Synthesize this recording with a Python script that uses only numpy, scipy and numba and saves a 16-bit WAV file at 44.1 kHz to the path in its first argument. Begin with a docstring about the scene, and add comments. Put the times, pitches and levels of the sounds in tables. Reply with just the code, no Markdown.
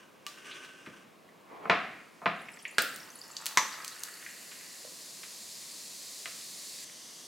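"""In a hard-walled kitchen, a soda can snaps open and a glass of ice slides and knocks twice on the table. The
soda trickles in: bubbles ping, the cubes crack and tick, and the shrinking air column rises in pitch. The tiny
bursts of the fizz swell and merge into a smooth hiss of foam, which drops abruptly to a finer, softer one near
the end."""
import sys
import numpy as np
from scipy import signal
from scipy.fft import rfft, irfft, next_fast_len
from scipy.io import wavfile
from scipy.ndimage import uniform_filter1d
from numba import njit

SR = 44100
rng = np.random.default_rng(int(sys.argv[2]) if len(sys.argv) > 2 else 0)


def wav_out(sig):
    """Save sig, one row per channel (or a flat mono array), as 16-bit PCM at SR to the path in sys.argv[1]."""
    wavfile.write(sys.argv[1], SR, np.round(np.clip(np.atleast_2d(sig).T, -1, 1) * 32767).astype(np.int16))


N = 320607
TIME = np.arange(N) / SR
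POUR_S, COVERED_S = 2.36, 4.35   # the soda first meets the ice, then covers it


def from_db(db):
    """Decibels to gain."""
    return 10 ** (np.asarray(db) / 20)


def rms_one(x):
    """Scale to unit power."""
    return x / np.sqrt(np.mean(x ** 2) + 1e-20)


def at_hz(points, hz):
    """Read a curve on a log-frequency axis."""
    knots_hz, values = np.transpose(points)
    return np.interp(np.log(np.maximum(hz, 1)), np.log(knots_hz), values)


def add(track, s, sound):
    """Mix a sound in at a time."""
    start = int(round(s * SR))
    track[start:start + len(sound)] += sound[:N - start]


def drift(per_s):
    """A wobble that glides between random values."""
    knots = rng.standard_normal(4096)
    return np.interp(TIME * per_s, np.arange(len(knots)), knots)


def grains(per_s, spread_db):
    """Random clicks of uneven size."""
    sizes = from_db(spread_db * np.minimum(rng.exponential(1, N), 4)) * rng.choice([-1, 1], N)
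    return sizes * (rng.random(N) < per_s / SR)


def strokes(rows, rise_db_per_s, fall_db_per_s):
    """Envelope of gestures that each swell, hold and die away."""
    gain = np.zeros(N)
    for start, end, db in rows:
        before, after = np.maximum(start - TIME, 0), np.maximum(TIME - end, 0)
        gain += from_db(db - rise_db_per_s * before - fall_db_per_s * after)
    return gain


@njit
def resonate(x, angle, radius):
    """A two-pole resonance whose pitch may move."""
    y = np.zeros(len(x))
    for i in range(2, len(x)):
        y[i] = x[i] - x[i - 2] + 2 * radius * np.cos(angle[i]) * y[i - 1] - radius * radius * y[i - 2]
    return y


def hollow(x, hz, width_hz):
    """The ring of a cavity or shell, at unit power."""
    angle = 2 * np.pi * hz / SR * np.ones(N)
    return rms_one(resonate(x, angle, np.exp(-np.pi * width_hz / SR)))


def contact(colour, length_s=1, grit=0, size=4096):
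    """An impact: a coloured click, with grit from micro-slips that die 20 dB over length_s."""
    hz = np.arange(size // 2 + 1) * SR / size
    slips = rng.standard_normal(size) * from_db(-20 * TIME[:size] / length_s)
    force = 1 + grit * rfft(slips) / np.linalg.norm(slips)
    # divide out the ripple, so the slips smear the hit without colouring it
    ripple = np.sqrt(uniform_filter1d(np.abs(force) ** 2, size=25))
    cepstrum = irfft(np.log(from_db(at_hz(colour, hz)) / ripple))
    cepstrum[1:size // 2] *= 2   # minimum phase keeps the attack sharp
    cepstrum[size // 2 + 1:] = 0
    pulse = irfft(force * np.exp(rfft(cepstrum)))
    return pulse / np.linalg.norm(pulse) * np.sqrt(.004 * SR)   # the energy of 4 ms at unit power


def ring(modes, sag=0, sag_s=0.0793):
    """Damped sines of a struck body, whose pitch sinks by the share sag as it settles."""
    t = TIME[:SR]
    bend = 1 - sag * (1 - np.exp(-t / sag_s))
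    phase_per_hz = 2 * np.pi * np.cumsum(bend) / SR
    return sum((-1) ** k * from_db(db - 60 * t / t60) * np.sin(hz * phase_per_hz)
               for k, (hz, db, t60) in enumerate(modes))


def ping(hz, cycles):
    """A sine that swells in about a cycle and dies 60 dB over the given cycles."""
    turns = hz * TIME[:SR // 8]
    return np.sin(2 * np.pi * turns) * (1 - np.exp(-turns)) * from_db(-60 * turns / cycles)


def snaps(rows, send_db):
    """Bursts around one pitch; the narrower, the more they ring. Gives direct sound and reverb send."""
    direct, send = np.zeros((2, N))
    hz = np.geomspace(20, 20000, 120)
    for s, db, centre_hz, octaves, length_s in rows:
        hump = np.c_[hz, -15 * np.log10(1 + (np.log2(hz / centre_hz) / octaves) ** 4)]
        note = ping(centre_hz, cycles=55 * np.sqrt(centre_hz / 1000)) / (.5 + octaves)
        burst = contact(hump, length_s, grit=length_s / .0012)   # longer contacts are mostly slip
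        add(direct, s, from_db(db + 0.5) * burst)
        add(direct, s, from_db(db) * note)
        add(send, s, from_db(db + send_db) * contact(hump))
    return np.array([direct, send])


# stereo width of the textures: (frequency [Hz], side minus mid [dB])
TEXTURE_WIDTH = [(60, -2), (130, -2.5), (290, -6.5), (640, -2.5), (1410, -4), (3100, -12.5), (6820, -14),
                 (15000, -13.5)]


def stereo(source, colour):
    """EQ a flat source and widen it with diffuse noise, at unit power."""
    size = next_fast_len(N)
    hz = np.arange(size // 2 + 1) * SR / size
    gain = from_db(at_hz(colour, hz))
    side_gain = gain * from_db(at_hz(TEXTURE_WIDTH, hz))
    mid = irfft(rfft(rms_one(source), size) * gain, size)[:N]
    side = irfft(rfft(rng.standard_normal(size)) * side_gain, size)[:N]
    return rms_one(np.array([mid + side, mid - side]))


# dark bed of room noise: (frequency [Hz], level [dB])
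ROOM_TONE_EQ = [(25, -24), (60, -14.5), (110, -7), (180, 1.5), (400, -0.5), (650, -1.5), (850, -7),
                (1050, -1.5), (1350, -8.5), (2500, -10.5), (5000, -19), (10000, -23), (16000, -26)]


def room_tone():
    """A faint, steady hush under everything."""
    return from_db(-58) * stereo(rng.standard_normal(N), ROOM_TONE_EQ)


# the hand scuffs the can: (start [s], end [s], level [dB])
RUB_CUES = [(0, .005, -54), (.37, .38, -53.5), (.48, .64, -46), (.79, .99, -53)]
# metallic rasp of a scuff: (frequency [Hz], level [dB])
RUB_EQ = [(530, -48), (900, -18), (1220, -1), (1410, -20), (1510, -4.5), (1980, -8.5), (2790, -2.5),
          (3570, -14), (3970, -21), (5850, -12), (6740, -17.5), (9040, -18), (15000, -41)]
# the can's body, headspace and lid: (frequency [Hz], bandwidth [Hz], level [dB])
CAN_RESONANCES = [(346, 110, -9.5), (1530, 57, -5), (2840, 110, -15), (3260, 160, -25), (6170, 400, -31)]


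def can_rubs():
    """Stick-slip under the hand judders and sets the can ringing."""
    slips = grains(6000, spread_db=3.0)
    ringing = sum(from_db(db) * hollow(slips, hz, width) for hz, width, db in CAN_RESONANCES)
    judder = from_db(2.4 * drift(70))
    envelope = strokes(RUB_CUES, rise_db_per_s=122, fall_db_per_s=138)
    return envelope * judder * (0.5 * stereo(slips, RUB_EQ) + 0.58 * ringing)


# hits on the can: (time [s], level [dB], centre [Hz], width [octaves], length [s])
CAN_HITS = [(0.2657, -37.5, 3020, 1.3, 0.0051), (0.513, -40.5, 2870, 0.45, 0.041),
            (0.647, -47.5, 2000, 1.25, 0.016), (0.862, -42.5, 1640, 0.73, 0.018),
            (0.869, -42, 217, 0.82, 0.044), (1.289, -59, 1920, 0.24, .008)]
# twang of the ring pull: (frequency [Hz], level [dB], 60 dB decay [s])
RING_PULL_MODES = [(1172, -40, 0.16), (2880, -33.5, 0.027)]


def can_snaps():
    """The can snaps open, buckles and bumps the table; the ring pull rings on after the first snap."""
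    direct, send = snaps(CAN_HITS, send_db=0.5)
    add(direct, s=.2655, sound=ring(RING_PULL_MODES))
    return np.array([direct, send])


# pushes of the glass: (start [s], end [s], level [dB])
SLIDE_CUES = [(1.33, 1.4, -68), (1.525, 1.56, -48.5), (1.645, 1.685, -44)]
# dull scrape of glass on table: (frequency [Hz], level [dB])
SLIDE_EQ = [(100, -23), (300, -6), (700, -5.5), (1050, -2.5), (1450, -16), (2200, -14), (3200, -27),
            (8000, -45)]


def glass_slide():
    """The glass rubs smoothly over the table in short swells of friction noise."""
    envelope = strokes(SLIDE_CUES, rise_db_per_s=237, fall_db_per_s=222)
    return envelope * stereo(rng.standard_normal(N), SLIDE_EQ)


# the glass lands: (time [s], level [dB], low-pass [Hz], reverb send [dB])
KNOCK_HITS = [(1.6551, -30, 1290, -7), (1.6974, -14.5, 9000, 1.5), (1.719, -24.5, 2500, -4),
              (2.218, -39.5, 1000, 8.5), (2.2585, -21.5, 5190, 2), (2.2642, -21, 3640, -16),
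              (6.258, -43.5, 803, 2)]
# attack of a knock: (frequency [Hz], level [dB])
KNOCK_EQ = [(40, -29), (100, -16.5), (165, -10.5), (250, -9), (420, -8), (550, -9.5), (700, 3), (850, -4.5),
            (1050, 2), (1550, -0.5), (1900, -3), (2400, -3), (3100, -11), (4000, -16), (6500, -32),
            (12000, -51)]
# ring of glass and table top: (frequency [Hz], level [dB], 60 dB decay [s])
KNOCK_MODES = [(166.5, -20.5, 0.36), (198.5, -18.5, 0.35), (379.5, -20, 0.19), (457, -14.5, 0.2),
               (677, -14, 0.29), (1025, -8.5, 0.14), (1225, -13, 0.19), (1320, -9, 0.09), (1490, -23, 0.12),
               (2190, -18.5, 0.46), (2520, -24, .3)]


def glass_knocks():
    """The thick glass base meets the table and both ring; light touches are duller."""
    direct, send = np.zeros((2, N))
    for s, db, edge_hz, send_db in KNOCK_HITS:
        lowpass = signal.butter(2, edge_hz, fs=SR)
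        attack = signal.lfilter(*lowpass, contact(KNOCK_EQ, length_s=0.0075, grit=6.0))
        add(direct, s, from_db(db) * attack)
        add(direct, s, from_db(db - 2.5) * ring(KNOCK_MODES))
        add(send, s, from_db(db + send_db) * signal.lfilter(*lowpass, contact(KNOCK_EQ)))
    return np.array([direct, send])


def foam_share(half_s=4.34, forming_s=0.25):
    """How much of the surface the foam head covers, 0-1."""
    return .5 + .5 * np.tanh((TIME - half_s) / (2 * forming_s))


# sizzle on bare ice: (frequency [Hz], level [dB])
SIZZLE_EQ = [(1120, -17), (1900, 2), (2210, -17), (2840, -1), (3420, -22), (4510, -2), (5390, -14),
             (7110, -2.5), (7910, -6), (12400, -7.5), (15200, -16.5), (16000, -15)]
# hiss of foam: (frequency [Hz], level [dB])
FOAM_EQ = [(1120, -35), (1900, -9.5), (2270, -10), (2640, -8.5), (3050, -8.5), (3680, -3), (4310, 1.5),
           (5110, 0), (5890, -1.5), (7370, 0.5), (8500, -4), (9710, -2.5), (10800, -8), (14600, -13),
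           (16000, -20)]
SOFTER_S = 6.846


def fizz(full_db=-43, growth_db=24, growth_s=1.54):
    """Tiny bursts hiss in the tilted can, sizzle on the ice, then merge into foam until the hiss turns abruptly
    softer."""
    sizzle = stereo(grains(7000, spread_db=3.5), SIZZLE_EQ)
    hiss = stereo(rng.standard_normal(N), FOAM_EQ)
    in_can = strokes([(1.78, POUR_S, -68.5)], rise_db_per_s=110, fall_db_per_s=100) * hiss
    foam = foam_share()
    blend = np.sqrt(1 - foam) * sizzle + np.sqrt(foam) * hiss
    swell = from_db(full_db - growth_db * np.exp((POUR_S - TIME) / growth_s))
    gate = (TIME > POUR_S) & (TIME < SOFTER_S)
    return in_can + gate * swell * blend


def bubbles(per_s):
    """Bubbles trapped by the stream ring briefly, each at the pitch of its size."""
    births, out = grains(per_s, spread_db=-1.0), np.zeros(N)
    born = np.flatnonzero(births)
    pitches = np.clip(5300 * 2 ** (0.415 * rng.standard_normal(len(born))), 2000, 13000)
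    for at, hz in zip(born, pitches):
        add(out, at / SR, births[at] * ping(hz, cycles=36))
    return rms_one(out / np.sqrt(per_s))


def air_column(splash, empty_m=0.11, full_m=.043, sound_m_per_s=343):
    """Splashing sounds the quarter-wave note of the shrinking air above the soda."""
    progress = np.clip((TIME - POUR_S) / (COVERED_S - POUR_S), 0, 1)
    filled = progress ** 1.57   # the can tips further, so the glass fills ever faster
    hz = sound_m_per_s / (4 * (empty_m + filled * (full_m - empty_m)))
    return hollow(hollow(splash, hz, width_hz=1160), hz, width_hz=1040)


# fader ride of the splashing, which the rising foam smothers: (time [s], level [dB])
SPLASH_RIDE = [(2.3, -91), (2.42, -63), (3.15, -57.5), (3.6, -47), (4.27, -49.5), (4.4, -57.5), (4.6, -53),
               (4.8, -65.5), (6.7, -60.5), (7.27, -64)]


def pour(peak_bubbles_per_s=230, foam_mute_db=13):
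    """The uneven stream traps bubbles and gurgles in the air column, both more as it splashes harder."""
    splash_db = np.interp(TIME, *np.transpose(SPLASH_RIDE))
    vigour_db = .7 * (splash_db - splash_db.max())
    activity = from_db(vigour_db / 2)
    per_s = peak_bubbles_per_s * activity
    spatter = rms_one(grains(3 * per_s, spread_db=6.0) / np.sqrt(per_s))
    splash = spatter + 0.42 * rng.standard_normal(N)
    gurgle_db = 3.0 * drift(35) * activity
    bubble_db = -50.5 + vigour_db - foam_mute_db * foam_share()
    return from_db(bubble_db) * bubbles(per_s) + from_db(splash_db + gurgle_db) * air_column(splash)


def plinks(per_s=22, centre_hz=6000, octaves=0.12, length_s=0.0093):
    """Droplets make faint, glassy plinks at random while the ice is still bare."""
    slots = np.arange(POUR_S, COVERED_S, 1 / per_s)
    fades_db = 8 * np.linspace(-1, 1, len(slots)) ** 2   # weaker at first and as the ice goes under
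    rows = []
    for s, fade_db in zip(slots, fades_db):
        late, size, pitch = rng.uniform(-1, 1, 3)
        db = -46 + 2.5 * size - fade_db
        hz = centre_hz * 2 ** (0.79 * pitch)
        rows.append((s + (1 + late) / per_s, db, hz, octaves, length_s))
    return snaps(rows, send_db=-3)


# spot drips and blips: (time [s], level [dB], pitch [Hz])
DROP_HITS = [(2.4852, -38, 2210), (2.5714, -45.5, 2000), (2.652, -29, 2230), (3.726, -40.5, 4420),
             (4.2635, -36.5, 2000), (4.844, -42.5, 526)]


def drops(octaves=0.32, length_s=0.0093):
    """Single drops and large bubbles each ring at one pitch."""
    return snaps([(*drop, octaves, length_s) for drop in DROP_HITS], send_db=-3)


# two big cracks: (time [s], level [dB], rebound delay [s], rebound gain [dB], reverb send [dB])
SPLIT_HITS = [(2.783, -17, 0.0066, -9, -1), (3.5732, -14, 0.0092, -7.5, -3.5)]
# attack of each cube: (frequency [Hz], level [dB])
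FIRST_CUBE_EQ = [(60, -49), (150, -14), (300, -13.5), (610, -9), (1000, -18), (1300, -4), (1500, 2.5),
                 (1800, -5), (2200, -9), (2700, -8.5), (3500, -11), (4600, -10.5), (6000, -18.5),
                 (8700, -18), (10500, -28), (13300, -26), (16000, -42)]
SECOND_CUBE_EQ = [(60, -43), (170, -17.5), (450, -16.5), (700, -17), (1010, 5), (1400, -11), (1650, -4.5),
                  (2150, -3.5), (2700, -12.5), (3500, -11), (5000, -14), (6100, -5.5), (7500, -15),
                  (11000, -28.5), (12700, -24), (16000, -39)]
# ring of each cube: (frequency [Hz], level [dB], 60 dB decay [s])
FIRST_CUBE_MODES = [(627, -25, 0.5), (1504, -9, 0.44), (1660, -2, 0.12), (2600, -17, .2), (4260, -16, 0.13)]
SECOND_CUBE_MODES = [(870, -23, 0.41), (994, -13.5, 0.31), (1078, -17, 0.3), (1142, -12, 0.22),
                     (1680, -21, 0.13), (1960, -30, 0.22), (2030, 1, 0.064), (2210, -4.5, 0.1),
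                     (2280, -23, 0.23), (3580, -20, 0.17), (5970, -12.5, .28), (6220, -17, 0.31),
                     (12300, -27, 0.19)]


def ice_splits():
    """The soda splits two cubes; each rings in the glass and rebounds on its neighbour."""
    direct, send = np.zeros((2, N))
    cubes = (FIRST_CUBE_EQ, ring(FIRST_CUBE_MODES, sag=0.12)), (SECOND_CUBE_EQ, ring(SECOND_CUBE_MODES))
    for (s, db, rebound_s, rebound_db, send_db), (colour, ringing) in zip(SPLIT_HITS, cubes):
        add(direct, s, from_db(db) * contact(colour, length_s=0.006, grit=5.3))
        add(direct, s + rebound_s, from_db(db + rebound_db) * contact(colour, length_s=.008, grit=2.8))
        add(direct, s, from_db(db - 4.5) * ringing)
        add(send, s, from_db(db + send_db) * contact(colour))
    return np.array([direct, send])


# small cracks: (time [s], level [dB], centre [Hz], width [octaves])
TICK_HITS = [(2.821, -27, 12700, 0.81), (2.961, -38.5, 9100, 1.4), (3.367, -32.5, 4720, 0.53),
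             (3.458, -28.5, 8130, 1.8), (3.4653, -26, 4400, 1.2), (3.8464, -34, 2980, 1.7),
             (3.879, -34.5, 6250, 0.66), (4.0353, -31, 6500, 0.94)]


def ice_ticks(length_s=0.0039):
    """Small cracks in the ice give short, bright ticks."""
    return snaps([(*tick, length_s) for tick in TICK_HITS], send_db=-4.5)


# bumps of floating ice: (time [s], level [dB], length [s])
NUDGE_HITS = [(4.515, -41.5, 0.023), (5.232, -41, 0.022), (6.257, -33, .006)]


def ice_nudges(hz=2050, octaves=0.84):
    """Floating cubes nudge each other and the glass, dull and gritty."""
    return snaps([(s, db, hz, octaves, length_s) for s, db, length_s in NUDGE_HITS], send_db=-0.5)


# softer closing hiss: (frequency [Hz], level [dB])
SOFT_FIZZ_EQ = [(1240, -26), (2100, -10), (2250, -32), (2510, -25), (2760, -7), (3240, -3.5), (4110, -5.5),
                (4630, 0), (5440, -3.5), (6020, 1.5), (6840, -4), (9770, -6), (10600, -11), (13800, -16),
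                (16000, -26)]


def softer_fizz():
    """Abruptly, a finer, softer fizz takes over."""
    return (TIME >= SOFTER_S) * from_db(-49) * stereo(grains(25000, spread_db=1.5), SOFT_FIZZ_EQ)


# sheen of the glass: (frequency [Hz], bandwidth [Hz], level [dB])
GLASS_RESONANCES = [(4450, 110, -8), (4680, 86, -13), (6180, 83, -8), (7640, 240, -13)]


def in_glass(x):
    """Ticks and bubbles inside the glass set its high resonances ringing."""
    ringing = sum(from_db(db) * signal.lfilter(*signal.iirpeak(hz, hz / width, fs=SR), x + 1e-18)
                  for hz, width, db in GLASS_RESONANCES)
    return 0.74 * x + 1.65 * ringing


def table_bounce(x, db, length_s):
    """Glancing reflections from the table reach left and right differently."""
    t = TIME[:SR // 20]
    scatter = rng.standard_normal(len(t)) * t * from_db(-20 * t / length_s)
    side = from_db(db) * signal.fftconvolve(x, scatter / np.linalg.norm(scatter))[:N]
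    return np.array([x + side, x - side])


# reverb time of the kitchen: (frequency [Hz], 60 dB decay [s])
REVERB_DECAY = [(100, 1), (300, 1), (800, 0.49), (2000, 0.81), (5000, 0.6), (15000, 0.72)]
# stereo width of the reverb: (frequency [Hz], side minus mid [dB])
REVERB_WIDTH = [(60, -9), (130, -15), (290, -12), (640, -8.5), (1410, -12.5), (3100, -10.5), (6820, -7.5),
                (15000, -10)]


def kitchen(x, early_db, early_s, gap_s):
    """Dense near reflections from table and cupboards, then a tail that dies band by band."""
    t, hz = TIME[:SR], np.arange(SR // 2 + 1)
    centres = np.geomspace(60, 16000, 9)
    noise, tail = rfft(rng.standard_normal((2, SR))), 0
    noise[1] *= from_db(at_hz(REVERB_WIDTH, hz))
    for centre, share in zip(centres, np.eye(len(centres))):
        band = irfft(noise * at_hz(np.c_[centres, share], hz), SR)
        tail = tail + band * from_db(-60 * t / at_hz(REVERB_DECAY, centre))
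    tail *= 1 + from_db(early_db) * np.exp(-t / early_s)
    tail *= np.clip(t / gap_s - 1, 0, 1)   # pre-delay
    mid, side = tail / np.linalg.norm(tail[0])
    return signal.fftconvolve([x, x], [mid + side, mid - side], axes=1)[:, :N]


def scene():
    """Hits and pour sit up close with kitchen reverb; fizz, friction and room tone stay dry."""
    hits = glass_knocks() + ice_splits() + can_snaps()
    direct, send = hits + in_glass(ice_ticks() + ice_nudges() + drops() + plinks())
    liquid = in_glass(pour())
    near = table_bounce(direct + from_db(-3.5) * liquid, db=-27.0, length_s=0.0029)
    room = kitchen(send + from_db(-4.0) * liquid, early_db=0.5, early_s=0.034, gap_s=0.0025)
    return near + room + fizz() + softer_fizz() + can_rubs() + glass_slide() + room_tone()


def record(dry, low_cut_hz=88, high_cut_hz=16000):
    """The small microphone loses the bass; the top is cut steeply."""
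    thin = signal.sosfilt(signal.butter(2, low_cut_hz, "high", fs=SR, output="sos"), dry)
    return signal.sosfilt(signal.ellip(10, .2, 70, high_cut_hz, fs=SR, output="sos"), thin)


dry = scene()
out = record(dry)
wav_out(out)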